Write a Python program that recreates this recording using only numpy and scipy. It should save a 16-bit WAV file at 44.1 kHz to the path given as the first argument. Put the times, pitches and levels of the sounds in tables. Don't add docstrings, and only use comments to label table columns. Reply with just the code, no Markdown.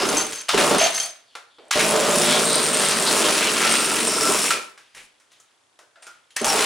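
import sys
import numpy as np
from scipy import signal
from scipy.io import wavfile
from scipy.ndimage import uniform_filter1d

SR = 44100
rng = np.random.default_rng(int(sys.argv[2]) if len(sys.argv) > 2 else 0)


def undo_db(level):
    steps = np.asarray(level, float) / 20
    return 10 ** steps


def generate_wav(signal):
    frames = np.transpose(np.atleast_2d(signal))
    scaled = np.clip(frames, -1, 1) * 32767
    pcm = np.round(scaled).astype(np.int16)
    wavfile.write(sys.argv[1], SR, pcm)


N = 293265
T = np.arange(N) / SR

# (frequency [Hz], level [dB per Hz])
AIR_SPECTRUM = [(18, -69), (30, -41), (75, -14), (98, -2.5), (179, -14), (295, -4), (988, -3.5),
                (1320, -4.5), (3220, -10), (9460, -13), (16000, -28)]
# (pitch [Hz], throbs [per s], level [dB])
CRICKET = (3400, 33, -73)
# (time [s], speed [turns per s])
PULLED_SPEED = [(0, 31.8), (.4, 10.8), (.53, 30.3), (.7, 30), (1.1, 8.8), (1.72, 30)]
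RUNNING_SPEED = [(1.76, 56), (1.9, 54.3), (2.05, 54.6), (2.15, 53), (2.35, 55), (2.52, 56), (2.66, 50),
                 (2.85, 52), (3.05, 55.5), (3.25, 50), (3.45, 45), (3.55, 45.5), (3.68, 44.6), (3.9, 45.3),
                 (4.15, 45), (4.35, 43), (4.5, 40)]
LAST_PULL_SPEED = [(6.4, 24.93), (6.5, 50.4), (6.65, 65.27)]
BEATS = [2.599, 2.717, 2.969, 3.074, 3.128, 3.326, 3.472, 3.649, 3.872, 3.944, 4.073, 4.163, 4.299]
# (start [s], end [s])
FIRING_S = (1.8, 4.5)
# (first compression [s], length [s], exhaust [dB], clatter [dB], outlet note [Hz])
SPELLS = [
    (-.05, 0.25, -24.5, -25, 440),
    (0.539, 0.21, -22.5, -21.5, 560),
    (1.759, 2.772, -26.5, -23, 600),
    (6.413, .3, -28.5, -23, 860),
]
# (exhaust [dB per s], clatter [dB per s])
RUN_DOWN = (159, 169)
# (time [s], strength of the burn [dB], shaking of the frame [dB])
LOAD = [(1.8, 1.5, -0.5), (2.1, 2, 1), (2.35, 2.5, 1.5), (2.6, -1, -0.5), (3.0, 0.5, 1), (3.5, 0, 1.5),
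        (4.1, 0, -1.5), (4.3, 2, 1), (4.4, -4, -1), (4.5, -2.5, -2.5)]
# (frequency [Hz], level [dB per Hz])
MUFFLER = [(35, -50), (110, -24), (165, -11), (220, -8), (290, -9), (395, -4), (510, -8), (600, -5),
           (720, -9), (1350, -9), (1700, -20), (3500, -80)]
# (frequency [Hz], level [dB per Hz])
CASING = [(530, -32), (900, -6.5), (1350, -1.5), (1540, -2.5), (2660, -2.5), (4950, -4.5), (5460, -7),
          (6500, -6), (8450, -39), (14300, -120)]
FINS = [(5500, -19), (6300, -5), (7500, 2.5), (9500, 1.5), (10900, -5.5), (13000, -0.5), (16000, 2)]
# (frequency [Hz], width [Hz], level [dB])
FIN_MODES = [(5500, 560, -3.5), (10200, 350, -5.5), (12500, 250, -8), (7100, 73, -9), (2560, 420, -9.5)]
# (time [s], resonance [Hz])
PANEL = [(.5, 2800), (1.0, 4200), (1.8, 2590), (2.35, 3600), (3.07, 4240), (3.45, 2600), (4.3, 2696)]
FINE_RATTLE_DB = [2, -1.5, 2, 5.5]
# (start [s], length [s], level [dB])
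CORD = [(0.183, .19, -34), (0.485, .09, -27), (0.79, .09, -25), (0.931, .1, -29), (1.709, .09, -22),
        (6.362, .085, -31.5)]
# (start [s], length [s], level [dB], frequency [Hz], width [Hz])
BUZZES = [(.575, 0.034, -23.5, 1990, 1490), (0.794, 0.06, -25, 2570, 905), (1.79, 0.022, -22, 2190, 1200),
          (2.24, 0.14, -25.5, 3450, 800), (2.454, 0.15, -27, 4100, 900), (2.721, 0.03, -34, 2500, 800),
          (3.063, 0.031, -21.5, 4200, 1000), (3.24, 0.024, -23, 2970, 900),
          (3.416, 0.023, -21.5, 2370, 1100), (3.46, 0.023, -24, 2770, 900), (3.615, .02, -30, 2300, 800),
          (3.801, 0.058, -33, 5400, 600), (4.082, 0.095, -28, 5350, 600), (4.201, 0.091, -29, 5360, 600),
          (4.4, .05, -30.5, 5350, 400), (4.512, .06, -31, 2400, 300), (4.89, .045, -69, 4850, 80.4),
          (4.965, .04, -46, 2190, 900), (4.946, .1, -49.5, 7000, 8000), (6.025, .035, -67, 5500, 50),
          (6.021, .025, -50, 8720, 150), (6.018, 0.034, -57, 7400, 200), (6.305, 0.02, -62, 6760, 60),
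          (6.301, .04, -63, 3140, 200), (6.306, .04, -67, 10200, 200), (6.449, 0.14, -24, 830, 400),
          (6.48, .03, -24, 5540, 200), (6.62, .03, -31, 1310, 300), (3.615, 0.12, -26.5, 1346, 60),
          (3.868, .08, -29.5, 1333, 40.2), (4.232, 0.07, -30, 1338, 40.1), (4.506, 0.052, -29, 1337, 40),
          (5.956, 0.038, -61.5, 636, 60), (5.956, .03, -55, 1490, 250), (6.365, 0.018, -32, 1895, 119.8),
          (0, 0.042, -30.5, 5140, 99.7), (1.027, 0.031, -37.5, 4490, 79.9), (0.967, 0.11, -43.5, 674, 90.8),
          (1.85, .3, -25.5, 599, 90), (6.066, 0.052, -47, 1425, 60)]
# (start [s], length [s], level [dB], from [Hz], to [Hz])
FOLDS = [(1.26, 0.1, -64.5, 4700, 4200), (1.28, 0.064, -61, 3600, 2900), (1.47, 0.098, -68, 4300, 4500),
         (1.5, .13, -60.5, 3660, 3150)]
# (time [s], peak [dB], frequency [Hz])
CHUGS = [(.005, -18.5, 560), (0.031, -15, 390), (.065, -19, 400), (.13, -19, 600), (0.136, -21.5, 280),
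         (.17, -22.5, 300), (.543, -10.5, 400), (0.551, -21, 229.7), (.63, -19.5, 239), (.76, -21.5, 201.3),
         (6.416, -23.5, 230), (.575, -21, 300), (.62, -15.5, 400), (.642, -17.5, 600), (.69, -16, 850),
         (0.714, -14.5, 400), (.755, -20.5, 330), (.813, -11, 650), (.862, -16, 660), (1.761, -15, 400),
         (1.766, -13.5, 590), (2.168, -20, 230), (2.302, -19.5, 250), (2.592, -23, 230), (2.71, -22.5, 240),
         (2.962, -21, 230), (3.067, -23.5, 230), (4.29, -13, 410), (6.414, -17, 400), (6.549, -15.5, 420),
         (6.602, -16.5, 420)]
# (frequency [Hz], width [Hz], level [dB])
CUP_MODES = [(6265, 60, 0), (4517, 45, -12), (5410, 30, -17), (3208, 50, -16), (7337, 30, -18),
             (10130, 30, -17), (14060, 30, -16)]
# (time [s], level [dB])
CUP_HITS = [(.0887, -21.5), (.171, -14.5), (.186, -19.5), (0.3334, -26.5), (0.3857, -27), (.8051, -17),
            (0.824, -18.5), (.84, -14.5), (0.949, -18.5), (0.9998, -12.5), (1.035, -25.5)]
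# (time [s], peak [dB], body [Hz], brightness [dB], thump over body [dB])
KNOCKS = [(0.089, -20.5, 1520, 4, -23), (0.168, -27, 790, 14, -9), (0.49, -14, 1220, -8, -35),
          (0.783, -22.5, 2020, -13, -26), (0.947, -20.5, 710, 11, -25), (0.999, -35, 660, -2, -37),
          (1.352, -32, 1380, -11, -12), (1.584, -43.5, 611, -30, 4), (1.710, -14, 1250, -2.5, -20),
          (4.505, -13, 1341, -8, -30), (4.776, -44, 1580, -7.5, -18), (4.948, -41.5, 1970, -3, -19),
          (4.967, -43.5, 1920, 2, 0), (5.199, -53.5, 1355, -3, -21.5), (5.317, -52, 2000, 1.5, -13),
          (5.4, -48.5, 1340, 8, -15), (5.506, -63.5, 1660, -9, -19.5), (5.79, -45, 1480, -5, -3),
          (5.957, -53, 1540, -17.5, -18), (6.024, -42.5, 1300, -7, -17), (6.067, -38.5, 1410, -3.5, -13),
          (6.305, -51.5, 3180, -7, -31), (6.364, -16, 1850, 0.5, -19), (6.444, -13, 830, 2.5, -14)]
# (time [s], peak [dB],
# frequency [Hz])
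PAWL_PINGS = [(0.0892, -18, 9980), (0.1, -13, 9460), (0.168, -15, 8440), (0.181, -9, 7860),
              (0.2663, -20, 9450), (0.3112, -21.5, 8240), (0.3326, -20, 7030), (0.416, -26.5, 8810),
              (0.4888, -16, 9430), (0.5781, -19, 7790), (0.6, -14, 9500), (0.6669, -12.5, 9200),
              (0.7831, -10.5, 8740), (0.813, -15.5, 3000), (0.828, -18, 8070), (0.3835, -30, 7100),
              (0.359, -21, 8360), (0.969, -15.5, 8500), (0.984, -23.5, 8880), (1.059, -23, 8240),
              (0.9078, -20, 8620), (0.9303, -26.5, 8360), (0.9433, -20.5, 7650), (1.0331, -18.5, 9020),
              (1.1074, -30, 8480)]
MORE_PINGS = [(1.7953, -12.5, 9150), (1.8911, -10, 9820), (1.9096, -10, 10200), (1.9644, -14, 7170),
              (2.0009, -11, 7190), (2.1116, -12, 7090), (2.2448, -11, 10500), (2.2638, -14, 7900),
              (2.3226, -14, 7920), (2.6299, -12.5, 8660), (2.9726, -12, 8560), (3.2595, -14.5, 8510),
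              (3.277, -14.5, 10400), (3.6172, -12, 9030), (3.6686, -16, 7390), (3.7135, -13, 10100),
              (3.7229, -11, 8680), (3.8462, -13, 9730), (3.9384, -11.5, 8580), (4.2198, -10.5, 7960),
              (4.2547, -14, 8500), (4.3919, -14.5, 8650), (4.4613, -14.5, 6930)]
STRAY_PINGS = [(1.653, -50, 8060), (1.683, -45.5, 8580), (1.8107, -12.5, 9310), (2.0389, -15.5, 5700),
               (2.0931, -13, 10540), (3.099, -13.5, 10200), (3.219, -13.5, 10320), (3.3387, -12, 9850),
               (3.5343, -14.5, 10530), (3.9155, -14, 10200), (3.9598, -14.5, 10200), (4.0032, -11, 9620),
               (4.0487, -12.5, 9000), (4.3152, -15, 9660), (4.3386, -11, 7100), (4.4335, -15, 8110),
               (4.4819, -13.5, 2615), (5.3, -64, 9000), (6.4156, -19, 9100)]
# (start [s], pings [count], peak [dB])
CHATTER = [(2.1843, 1, -9), (2.2976, 1, -12), (2.4303, 1, -15), (2.4787, 4, -8.5), (2.6049, 1, -17.5),
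           (2.7456, 3, -11.5), (2.8603, 3, -8.5), (2.9995, 3, -12), (3.1232, 1, -18.5), (3.1771, 2, -13.5),
           (3.444, 1, -13), (3.6964, 2, -16), (3.8994, 1, -15.5), (4.0795, 1, -11)]
# (start [s], length [s], level [dB])
CUP_RINGS = [(.17, 0.045, -26), (.33, 0.083, -38), (.49, .02, -41.5), (.787, 0.063, -21.5),
             (.947, .09, -28.5), (1.709, 0.012, -39), (6.363, 0.081, -40.5)]
HOUSING_RINGS = [(.49, .01, -29), (.81, 0.051, -19.5), (1.0, 0.056, -44.5), (1.586, 0.15, -50),
                 (5.958, 0.12, -60)]
# (loudest [s], level [dB], centre [Hz], swell [dB per s], fade [dB per s])
SLEEVE = [(1.345, -56, 3420, 200.5, 903), (1.69, -56, 2500, 100, 900), (4.79, -53.5, 3000, 905, 40),
          (4.975, -42.5, 2270, 900, 173), (5.326, -53, 3430, 700, 95), (6.068, -48.5, 2300, 800.5, 92)]
# (start [s], length [s], hum over the exhaust [dB])
STEADY = [(1.8, .72, -4), (2.55, .9, -8), (3.46, .64, -5), (4.15, .3, -8), (6.5, 1, -8)]
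# (multiple of crank speed, level [dB])
FAST_HUM = [(1, -37), (2, -27), (3, -4), (4, -3), (5, -20), (6, -14), (7, -11), (8, -15), (9, -12),
            (10, -3), (11, 0), (12, -6)]
SLOW_HUM = [(0.5, -27), (1, -29), (1.5, -30), (2, -27), (2.5, -24), (3, -15), (3.5, -14), (4, -6),
            (4.5, -9), (5, 0), (5.5, -7), (6, -13), (6.5, -1), (7, -4), (7.5, -9), (8, -6), (8.5, -5),
            (9, -1), (9.5, -6), (10, -7)]
# (start [s], end [s])
RHYTHM_CHANGE_S = (2.7, 3.45)
# (start [s], length [s], level [dB])
FIN_SONG = [(2.2, .25, -30.5), (2.45, .43, -25.5), (2.95, .27, -33), (3.7, .08, -24), (4.06, .04, -25.5),
            (4.41, 0.061, -33)]
# (start [s], length [s], level [dB])
DRUM_RINGS = [(3.6, 0.22, -29), (3.87, .05, -32), (4.06, 0.13, -27), (4.23, 0.054, -23.5),
              (4.506, .02, -23), (6.068, 0.025, -42)]
# (frequency [Hz], t60 [s])
BARN = [(100, 0.36), (500, 0.49), (2000, 0.41), (6000, 0.31), (14000, 0.27)]
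# (frequency [Hz], left minus right [dB])
LEAN = [(60, 3.5), (160, -3.5), (350, -2.5), (700, -1.3), (1500, 0.5), (16000, 1)]
# (frequency [Hz], level [dB])
MIC = [(20, -2), (90, -7.5), (150, -2.5), (10900, -3), (11100, -10.5), (15800, -20), (16200, -70),
       (22050, -88)]


def evened(x):
    return x / np.sqrt(np.mean(x ** 2) + 1e-20)


def read(points, hz):
    f, value = np.transpose(points)
    return np.interp(np.log(hz + 1), np.log(f + 1), value)


def colour(x, points, size=4096):
    log_gain = np.log(undo_db(read(points, abs(np.fft.fftfreq(size, 1 / SR)))))
    taps = np.fft.ifft(np.exp(log_gain - 1j * signal.hilbert(log_gain).imag)).real
    return signal.oaconvolve(x, taps[:size // 2])[:len(x)]


def resonate(x, hz, width):
    turn = np.exp(2j * np.pi * np.cumsum(hz * np.ones(len(x))) / SR)
    r = np.exp(-np.pi * width / SR)
    return 2 * (turn * signal.lfilter([1 - r], [1, -r], x / turn + 1e-18)).real


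def modes(x, table):
    return evened(sum(undo_db(db) * resonate(x, hz, width) / np.sqrt(width) for hz, width, db in table))


def clicks(per_s, spread_db):
    size = undo_db(spread_db * np.minimum(rng.exponential(1, N), 4)) * rng.choice([-1, 1], N)
    return size * (rng.random(N) < per_s / SR)


def waver(depth_db):
    coarse = uniform_filter1d(rng.standard_normal(len(T[::2048])), size=3)
    return undo_db(depth_db * evened(np.interp(T, T[::2048], coarse)))


def bouts(rows, fall_db_per_s, rise_db_per_s=20000):
    power = 0
    for start, length, db in rows:
        rise = rise_db_per_s * np.clip(start - T, 0, 1)
        fall = fall_db_per_s * np.clip(T - start - length, 0, 3)
        power = power + undo_db(db - rise - fall) ** 2
    return np.sqrt(power)


def lay(out, s, sound):
    out[round(s * SR):][:len(sound)] += sound


def air():
    shared, left, right = (evened(colour(n, AIR_SPECTRUM)) for n in rng.standard_normal((3, N)))
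    hz, per_s, db = CRICKET
    chirp = np.exp(-(per_s * T % 1) / .2) * resonate(rng.standard_normal(N), hz, 500)
    return undo_db(-63) * evened(shared + 1.3 * np.array([left, right])) + undo_db(db) * evened(chirp)


def crank():
    speed = np.interp(T, *np.transpose(PULLED_SPEED + RUNNING_SPEED + LAST_PULL_SPEED))
    free = np.cumsum(speed) / SR
    at = np.interp(BEATS, T, free)
    whole = np.round(at[0]) + np.cumsum(np.round(np.diff(at, prepend=at[0])))
    turns = free + np.interp(T, BEATS, whole - at)
    latest = np.append(0, whole)[np.searchsorted(whole, turns + .5)]
    return turns, turns - latest, speed


def since():
    starts = np.transpose(SPELLS)[0]
    index = np.maximum(np.searchsorted(starts, T) - 1, 0)
    return T - starts[index], index


def loaded(index):
    return undo_db(np.interp(T, *np.transpose(LOAD)[[0, index]], left=0) * (since()[1] == 2))


def blowing():
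    rows = [row[:3] for row in SPELLS]
    return loaded(index=1) * bouts(rows, fall_db_per_s=RUN_DOWN[0], rise_db_per_s=1500)


def exhaust(turns, beat, speed):
    rough = .83
    cold_hz, open_s = 460, .04
    firing = (T > FIRING_S[0]) & (T < FIRING_S[1])
    missed = np.where(firing, np.clip(.6 - .045 * (speed - 45), 0, .6), .1)
    count = turns.astype(int)
    luck = undo_db(1.5 * rng.standard_normal(count[-1] + 1))[count]
    size = luck * (1 - missed * (np.floor(beat) % 2))
    baffles = rng.standard_normal(2000) * undo_db(-60 * T[:2000] / .05)
    pops = signal.oaconvolve(size * np.diff(count, prepend=0), baffles)[:N]
    gas = np.sqrt(size) * (1.3 + np.exp(-(turns % 1) / 0.15)) * rng.standard_normal(N)
    drive = np.sqrt(1 - rough) * evened(pops) + np.sqrt(rough) * evened(gas)
    age, index = since()
    hz = cold_hz + (np.transpose(SPELLS)[-1][index] - cold_hz) * (1 - np.exp(-age / open_s))
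    outlet = evened(resonate(np.roll(drive, 300), hz, 280))
    cold = undo_db(11.5 * np.exp(-age / 0.23) + 3 * np.exp(-age / .03))
    cold = cold * (1 + np.clip(hz / 600 - 1, 0, 1)) ** 2
    return blowing() * waver(1.81) * (evened(colour(drive, MUFFLER)) + 0.2 * cold * outlet)


def clatter(turns):
    lag_s, wobble_db = .036, 1.81
    slap = 0.31 + 0.7 * np.exp(-(turns % 1) / 0.11) + .5 * np.exp(-(3 * turns % 1) / 1.5)
    body = slap * rng.standard_normal(N) + .5 * evened(clicks(700, spread_db=4.5))
    s, hz = np.transpose(PANEL)
    facing = sum(np.exp(-((T - at) / 0.04) ** 2) for at in s)
    casing = evened(colour(body, CASING))
    casing = casing + undo_db(-12 + 3.5 * facing) * resonate(casing, np.interp(T, s, hz), 990)
    fine = slap * rng.standard_normal(N) + .4 * evened(slap * clicks(600, spread_db=3.5))
    fins = evened(colour(fine, FINS)) + 0.46 * modes(clicks(200, spread_db=3.0), FIN_MODES)
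    shaken = [(s + lag_s, length - lag_s, db) for s, length, _, db, _ in SPELLS]
    spun = bouts(shaken, fall_db_per_s=RUN_DOWN[1]) * loaded(index=2)
    cord = bouts(CORD, fall_db_per_s=RUN_DOWN[1])
    fine_spun = undo_db(FINE_RATTLE_DB)[since()[1]] * spun
    fine_gain = np.hypot(fine_spun, undo_db(-2) * cord) * waver(wobble_db)
    return undo_db(-2.0) * np.hypot(spun, cord) * waver(wobble_db) * casing + fine_gain * evened(fins)


def buzzes():
    out, t = np.zeros(N + SR), T[:2 * SR // 5]
    rows = [(s, length, db, hz, hz, width) for s, length, db, hz, width in BUZZES]
    rows += [(*row, 450) for row in FOLDS]
    for s, length, db, from_hz, to_hz, width in rows:
        hz = np.interp(t, (0, length), (from_hz, to_hz))
        grit = rng.standard_normal(len(t)) * rng.exponential(1, len(t))
        grit[0] += np.sqrt(SR / width)
        shape = np.minimum(t / 0.0021, 1) * undo_db(db - 499.5 * np.maximum(t - length, 0))
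        buzz = resonate(resonate(grit, hz, 1.5 * width), hz, 1.5 * width)
        lay(out, s, shape * evened(buzz))
    return out[:N]


def muffler_thumps():
    out, t = np.zeros(N + SR), T[:SR // 4]
    for s, db, hz in CHUGS:
        fade = undo_db(db - 60 * t * hz / 33)
        lay(out, s, fade * np.minimum(t * hz, 1) * np.sin(2 * np.pi * hz * t))
    return out[:N]


def cup_blows():
    out, t = np.zeros(N + SR), T[:SR // 4]
    for s, db in CUP_HITS:
        ring = 0
        for hz, width, level in CUP_MODES:
            fade = undo_db(level + 3 * rng.standard_normal() - 60 * t * width / 4.4)
            ring = ring + fade * np.sin(2 * np.pi * hz * t)
        lay(out, s, undo_db(db) * ring)
    return out[:N]


def knocks():
    out, t = np.zeros(N + SR), T[:SR // 4]
    for s, db, hz, treble_db, thump_db in KNOCKS:
        t60 = max(0.052 - 0.0066 * treble_db - 0.0064 * (db + 11), .02)
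        shape = [(130, thump_db - 25.5), (300, thump_db + 1.5), (480, thump_db + 9.0), (hz, 0), (4500, -7),
                 (6000, treble_db + 0.5), (12000, treble_db - 8.0), (16000, treble_db - 6.5)]
        noise = rng.standard_normal((2, len(t)))
        burst = undo_db(-60 * t / t60) * evened(colour(noise[0], shape, size=1024))
        ring = undo_db(-12.0 - 60 * t / (1.8 * t60)) * evened(resonate(noise[1], hz, 130))
        attack = np.minimum(t / .001, 1) * (0.56 + 0.7 * np.exp(-t / 0.0058))
        lay(out, s, undo_db(db + 1.5) * (burst + ring) * attack)
    return out[:N]


def chatter():
    gap_s, fin_hz = .026, 8620
    pings = [(s + k * gap_s, db) for s, count, db in CHATTER for k in range(round(count))]
    luck = rng.standard_normal((len(pings), 2))
    return [(s, db + 2.5 * a, fin_hz * (1 + .015 * b)) for (s, db), (a, b) in zip(pings, luck)]


def pings():
    out, t = np.zeros(N + SR), T[:1500]
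    for s, db, hz in chatter() + STRAY_PINGS + PAWL_PINGS + MORE_PINGS:
        noise = evened(resonate(rng.standard_normal(len(t)), hz, 4500))
        tick = 1.1 * undo_db(-60 * t / 0.0074) * noise
        ring = 1.4 * undo_db(-60 * t / 0.016) * np.sin(2 * np.pi * hz * t)
        lay(out, s, undo_db(db - 4.5) * (ring + tick))
    return out[:N]


def ratchet_rings():
    ratchet = clicks(500, spread_db=3.0)
    cup = undo_db(1.5) * bouts(CUP_RINGS, fall_db_per_s=260.0) * modes(ratchet, CUP_MODES)
    housing = evened(resonate(ratchet, 670, 70))
    return cup + undo_db(-2.0) * bouts(HOUSING_RINGS, fall_db_per_s=250) * housing


def sleeve():
    s, _, hz, *_ = np.transpose(SLEEVE)
    hiss = resonate(rng.standard_normal(N), np.interp(T, s, hz), 1500)
    brush = sum(bouts([(s, 0, db)], fade, swell) for s, db, _, swell, fade in SLEEVE)
    return undo_db(-3.5) * uniform_filter1d(brush, 900) * evened(hiss)


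def hum_stack(turns, orders):
    total = 0
    for k, db in orders:
        stray = min(k / 9, 1) ** 2 * rng.uniform(-0.46, 0.59)
        total = total + undo_db(db) * waver(1.8) * np.cos(2 * np.pi * (k * turns + stray))
    return evened(total)


def hum(turns):
    fast, slow = (hum_stack(turns, orders) for orders in (FAST_HUM, SLOW_HUM))
    change_s = (*RHYTHM_CHANGE_S, FIRING_S[1] + 1, LAST_PULL_SPEED[0][0])
    mix = np.interp(T, change_s, (0, np.pi / 2, np.pi / 2, 0))
    burning = bouts(STEADY, 200, 200)
    steady = uniform_filter1d(blowing(), size=3000)
    return steady * burning * (np.cos(mix) * fast + np.sin(mix) * slow)


def fin_song():
    ring = evened(resonate(clicks(250, spread_db=1.5), 8630, 170))
    gain = bouts(FIN_SONG, fall_db_per_s=75.5, rise_db_per_s=201.5) * (T < FIRING_S[1])
    return undo_db(-1.5) * gain * ring


def clutch_drum():
    ring = evened(resonate(clicks(200, spread_db=4.5), 1350, 35))
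    return undo_db(-5.5) * bouts(DRUM_RINGS, fall_db_per_s=234, rise_db_per_s=4001.5) * ring


def barn(x):
    taps = np.zeros((3, SR))
    at = np.arange(240, SR - 20, 20) + rng.integers(0, 20, (3, (SR - 241) // 20))
    np.put_along_axis(taps, at, rng.choice([-1., 1.], at.shape), 1)
    hz, t, z = signal.stft(taps[:2] * 1.6 + taps[2], SR, nperseg=256)
    tail = signal.istft(z * undo_db(-60 * t / read(BARN, hz)[:, None]), SR, nperseg=256)[1]
    return signal.fftconvolve(x[None], tail / np.linalg.norm(tail[0]), axes=1)[:, :N]


def scene():
    turns, beat, speed = crank()
    machine = exhaust(turns, beat, speed) + clatter(turns) + buzzes() + muffler_thumps()
    machine = machine + cup_blows() + knocks() + pings() + ratchet_rings()
    machine = machine + sleeve() + fin_song() + clutch_drum()
    drone = hum(beat)
    angle = 2 * np.pi * 1.3 * T
    echoes = sum(barn((machine + 0.24 * drone) * blend(angle)) for blend in (np.cos, np.sin))
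    return undo_db(-0.5) * machine + undo_db(-8.5) * echoes + drone + air()


def top_cut(x):
    return signal.sosfilt(signal.butter(12, 16270, fs=SR, output="sos"), x)


def record(dry):
    sides = [[(hz, side * db / 2) for hz, db in LEAN] for side in (1, -1)]
    heard = np.array([colour(colour(x, lean), MIC) for x, lean in zip(dry, sides)])
    return top_cut(0.9 * np.tanh(heard / 0.73))


dry = scene()
out = record(dry)
generate_wav(out)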